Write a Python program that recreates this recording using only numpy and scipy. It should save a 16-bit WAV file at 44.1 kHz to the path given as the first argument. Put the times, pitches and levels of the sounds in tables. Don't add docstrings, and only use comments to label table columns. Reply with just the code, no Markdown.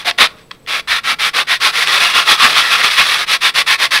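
import sys
import numpy as np
from scipy import signal
from scipy.fft import rfft, irfft
from scipy.io import wavfile
from scipy.ndimage import map_coordinates

SR = 44100
rng = np.random.default_rng(int(sys.argv[2]) if len(sys.argv) > 2 else 0)


def waveform_to_disk(signal):
    frames = np.transpose(np.atleast_2d(signal))
    scaled = np.clip(frames, -1, 1) * 32767
    samples = np.round(scaled).astype(np.int16)
    wavfile.write(sys.argv[1], SR, samples)


N = 176400


def sanding():
    # start in seconds, length in seconds, relative level in dB, place of top speed from 0 to 1,
    # pointedness of the swell, lows, mids and treble in dB, ring pitch in Hz, ring lift in dB.
    strokes = [(0.044, 0.071, -13, 0.57, 1.05, 2.0, -8, -0.0, 720, 13),
               (0.176, 0.1, -5, 0.42, 1.03, 3, -2, -1, 3750, 5.5),
               (0.672, 0.14, -17, 0.51, 0.43, 5.5, -3, 0.5, 2350, 5.5),
               (0.873, 0.13, -12.5, 0.38, 0.56, -4.5, -1.5, -1.5, 1830, 5.5),
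               (1.031, 0.12, -12.5, 0.62, 0.88, 0.5, -3, -0.5, 1340, 4.5),
               (1.185, 0.12, -12, 0.54, 0.7, -1, -2, 1, 2130, 3.5),
               (1.33, 0.11, -11.5, 0.51, 0.95, 4.5, -2.5, 0, 1160, 5.5),
               (1.464, 0.12, -11, 0.47, 1.33, -1.5, -4, -1, 1890, 6),
               (1.599, 0.12, -9.5, 0.5, 0.88, 0.0, -3.5, 1.0, 1340, 6),
               (1.712, 0.15, -12, 0.75, 0.97, 1.5, -1, 2.5, 1940, 6.5),
               (1.854, 0.16, -10.5, 0.59, 0.45, 1.5, -5.5, 0.5, 1200, 8.5),
               (1.992, 0.21, -10, 0.1, 1.87, 2, -0.5, 1.5, 2810, 3.5),
               (2.113, 0.17, -8, 0.33, 2.5, 1.5, 3, 1.5, 2780, 5.5),
               (2.241, 0.14, -7, 0.5, 1.44, 2.5, 2, 2.5, 3270, 5.5),
               (2.358, 0.14, -4.5, 0.66, 1.8, -3.5, 4, -0.5, 1370, -3),
               (2.455, 0.096, -14, 0.5, 0.55, 7, -3, 2, 1260, 4),
               (2.51, 0.15, -7.5, 0.51, 2.1, 1, -0.5, 1, 3230, 6.5),
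               (2.614, 0.095, -14.5, 0.46, 0.39, 1.5, -2, 2, 1900, 6),
               (2.686, 0.12, -8.5, 0.35, 1.6, 1, 3.5, 1, 2570, 5),
               (2.768, 0.078, -13, 0.4, 1, 7.5, 2, 2, 2130, 8),
               (2.819, 0.096, -10, 0.29, 0.94, 0, -0.5, 1, 1200, 7),
               (2.895, 0.093, -14, 0.3, 0.49, -6.5, -1, 2.5, 3840, 1),
               (2.952, 0.11, -6.5, 0.37, 2.2, -2, -1, -1.5, 2660, 2),
               (3.012, 0.17, -13, 0.74, 0.37, 0.5, 0, 3, 1760, 4),
               (3.16, 0.094, -15.5, 0.45, 0.66, 1, -2, 1.0, 1640, 4),
               (3.259, 0.12, -10, 0.65, 1.3, -1, -5, 1.5, 3800, 0),
               (3.404, 0.11, -9, 0.49, 1.03, -3.0, -3.5, 0.5, 3600, 3.5),
               (3.535, 0.1, -9, 0.56, 1.23, 0.5, -2.5, 1.5, 2010, -2),
               (3.66, 0.11, -9, 0.45, 0.84, -4, -4.5, 0.5, 1810, 4.5),
               (3.773, 0.11, -9.5, 0.61, 1.6, 2.5, -5, 1.5, 2080, 4.5),
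               (3.906, 0.095, -10.5, 0.41, 0.6, -1.5, -1, 2.5, 1700, 6)]
    # start in seconds, length in seconds, relative level in dB.
    slides = [(-.05, 0.1, -26), (.27, 0.044, -42), (.35, .11, -45), (.5, 0.081, -46), (3.62, 0.032, -37.5),
              (3.865, 0.037, -39)]
    # frequency in Hz, relative level in dB.
    desk_spectrum = [(15, -16), (48, -13), (75, -16), (150, 26), (300, -24), (1000, -62)]
    rasp, push = np.zeros((2, N))
    for start, *gesture in list(strokes) + list(slides):
        sound, force = stroke(*gesture)
        add(rasp, start, sound)
        add(push, start, force)
    rumble = np.sqrt(push / 2) * noise(desk_spectrum)
    return amp(-0.5) * rasp + amp(-43.5) * rumble


def stroke(length, level_db, top=0.39, pointedness=1, *colour):
    size = SR // 4
    grains_per_s, grain_spread_db, fine_share, chatter_depth = 7000, 2.5, 0.82, 0.11
    progress = np.interp(np.arange(size) / SR / length, [0, top, 1], [0, .5, 1])
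    speed = np.sin(np.pi * progress).clip(0)
    chance = grains_per_s / SR * (speed + .1)
    grain_sizes = amp(grain_spread_db * np.minimum(rng.exponential(1, size), 5))
    kicks = unit(grain_sizes * rng.choice([-1, 1], size))
    grains = kicks * (rng.random(size) < chance) / np.sqrt(chance)
    grit = np.sqrt(fine_share) * rng.standard_normal(size) + np.sqrt(1 - fine_share) * grains
    press = amp(speed ** 19 - .5)
    chatter = np.exp(chatter_depth * wander(size, .004 * SR) - chatter_depth ** 2)
    force = amp(level_db) * press * speed ** pointedness * chatter
    return signal.fftconvolve(grit * force, plastic_ring(*colour)), force


def plastic_ring(low_db=0, mid_db=0, treble_db=0, ring_hz=2000, ring_db=0, soft_hz=SR):
    # frequency in Hz, relative level in dB.
    body = [(40, -31), (90, -31), (170, -25), (350, -17), (550, -10.5), (930, -9), (1100, -0.5), (1500, -6),
            (2300, 0.5), (3000, -3.5), (3800, 0), (5000, -5.5), (6200, -13), (7000, -20), (8000, -18),
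            (10200, -17), (12000, -23), (15500, -29.5)]
    # frequency in Hz, width in Hz, lift in dB.
    resonances = [(693, 17, 5), (864, 20, 6.5), (1135, 190, 3), (1381, 88, 8.5), (1745, 396, 5.5),
                  (2640, 600, 3.5), (3430, 205, 5.5), (10060, 600, 1.5)]
    ripple_db, ripple_step_hz, detune = 2.0, 69.7, 0.016
    hz = np.fft.rfftfreq(4096, 1 / SR)
    ripple = ripple_db * wander(len(hz), ripple_step_hz / hz[1]) / (1 + hz / 2500)
    db = curve(body, hz) + ripple
    modes = [(centre * (1 + detune * rng.standard_normal()), *rest) for centre, *rest in resonances]
    modes.append((ring_hz, 0.072 * ring_hz, ring_db))
    for centre, width, lift_db in modes:
        peak = 1 / (1 + (2 * (hz - centre) / width) ** 2)
        db += 10 * np.log10(1 + (amp(lift_db) ** 2 - 1) * peak)
    low = 1 / (1 + (hz / 790) ** 6)
    mid = np.exp(-(np.log2((hz + 1) / 1230) / 0.26) ** 2)
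    treble = 1 - 1 / (1 + (hz / 4170) ** 8)
    dull_db = 10 * np.log10(1 + (hz / soft_hz) ** 4)
    return impulse_response(db + low_db * low + mid_db * mid + treble_db * treble - dull_db)


def snags():
    # time in seconds, relative level in dB.
    catches = [(0.1109, -5), (0.186, -1.5), (.27, -11), (.51, -20), (.5135, -14), (.663, -25),
               (0.6764, -22), (1.873, -2), (1.978, -7), (2.815, -4), (2.918, -5)]
    out, t = np.zeros(N), np.arange(SR // 100) / SR
    for start, db in catches:
        burst = rng.standard_normal(len(t)) * np.exp(-t / 0.002)
        ring = plastic_ring(low_db=-9, mid_db=-9, treble_db=-3.5, ring_hz=1890, ring_db=4.5, soft_hz=7100)
        tick = signal.fftconvolve(burst, ring)
        add(out, start, amp(db + 13.5) * tick / np.linalg.norm(tick))
    return out


def low_thuds():
    # centre in seconds, length in seconds, pitch in Hz, level in dB.
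    thuds = [(0.22, 0.027, 175, -31.5), (.225, 0.036, 55, -42), (.91, .12, 48, -47),
             (1.137, 0.04, 190, -39), (1.21, 0.062, 48, -46), (2.19, .04, 82, -48),
             (2.453, 0.043, 280, -34), (3.004, 0.025, 170, -33.5), (3.0, 0.033, 55, -39)]
    out, t = np.zeros(N), np.arange(N) / SR
    for centre, length, hz, db in thuds:
        band = noise([(hz / 4, -40), (hz * .7, -3), (hz, 0), (hz * 1.3, -4), (hz * 3, -45), (hz * 12, -90)])
        swell = np.exp(-(2 * (t - centre) / length) ** 2)
        out += amp(db) * band * swell
    return out


def room_echo(sound):
    # frequency in Hz, seconds for the tail to fall by 60 dB.
    decay_times = [(200, 0.9), (700, 0.68), (2000, 0.31), (5000, 0.31), (12000, 0.36)]
    early_db, tail_db = -16.5, -22
    t = np.arange(SR // 2) / SR
    early = rng.standard_normal(len(t)) * np.exp(-t / 0.011) * (t > .001)
    hz, age, spectra = signal.stft(rng.standard_normal(len(t)), SR, nperseg=256)
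    fade = amp(-60 * age / curve(decay_times, hz)[:, None])
    tail = signal.istft(spectra * fade, SR, nperseg=256)[1][:len(t)]
    echo = amp(early_db) * early / np.linalg.norm(early) + amp(tail_db) * tail / np.linalg.norm(tail)
    return signal.fftconvolve(sound, echo)[:N]


def room_tone():
    # frequency in Hz, relative level in dB.
    bed_spectrum = [(20, 0), (50, 0), (80, -4), (140, 4), (220, -2), (470, -2), (700, -11), (1500, -16),
                    (4000, -20), (7000, -28), (15500, -29)]
    hum_hz, whine_hz = 452, 8000
    t = np.arange(N) / SR
    waver = unit(np.clip(1 + 0.93 * wander(N, .014 * SR), 0, 2))
    hum = amp(-59) * unit(np.sin(2 * np.pi * hum_hz * t))
    whine = amp(-67) * waver * unit(np.sin(2 * np.pi * whine_hz * t))
    return amp(-48) * noise(bed_spectrum) + hum + whine


def amp(db):
    return 10 ** (np.asarray(db) / 20)


def unit(x):
    return x / np.sqrt(np.mean(x ** 2) + 1e-20)


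def curve(points, hz):
    knots_hz, values = np.transpose(points)
    return np.interp(np.log(hz + 1), np.log(knots_hz + 1), values)


def add(mix, start, sound):
    at = round(start * SR)
    sound = sound[max(-at, 0):]
    span = mix[max(at, 0):][:len(sound)]
    span += sound[:len(span)]


def noise(points):
    gain = amp(curve(points, np.fft.rfftfreq(N, 1 / SR)))
    return unit(irfft(rfft(rng.standard_normal(N)) * gain, N))


def wander(size, step):
    at = np.arange(size) / max(step, 1)
    return unit(map_coordinates(rng.standard_normal(size), [at], order=2, mode="mirror"))


def impulse_response(db):
    log_gain = np.log(amp(np.r_[db, db[-2:0:-1]]))
    spectrum = np.exp(np.conj(signal.hilbert(log_gain)))
    response = np.fft.ifft(spectrum).real[:len(db)]
    return response / np.linalg.norm(response)


def scene():
    direct = sanding() + snags() + low_thuds()
    mono = direct + room_echo(direct) + room_tone()
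    return np.array([mono, mono])


def record(dry):
    drive_db, knee, cutoff_hz = 1.5, 22, 15800
    driven = dry * amp(drive_db)
    clipped = driven / (1 + abs(driven) ** knee) ** (1 / knee)
    lowpass = signal.firwin(511, cutoff_hz, window=("kaiser", 9), fs=SR)
    return signal.oaconvolve(clipped, lowpass[None], "same")


dry = scene()
out = record(dry)
waveform_to_disk(out)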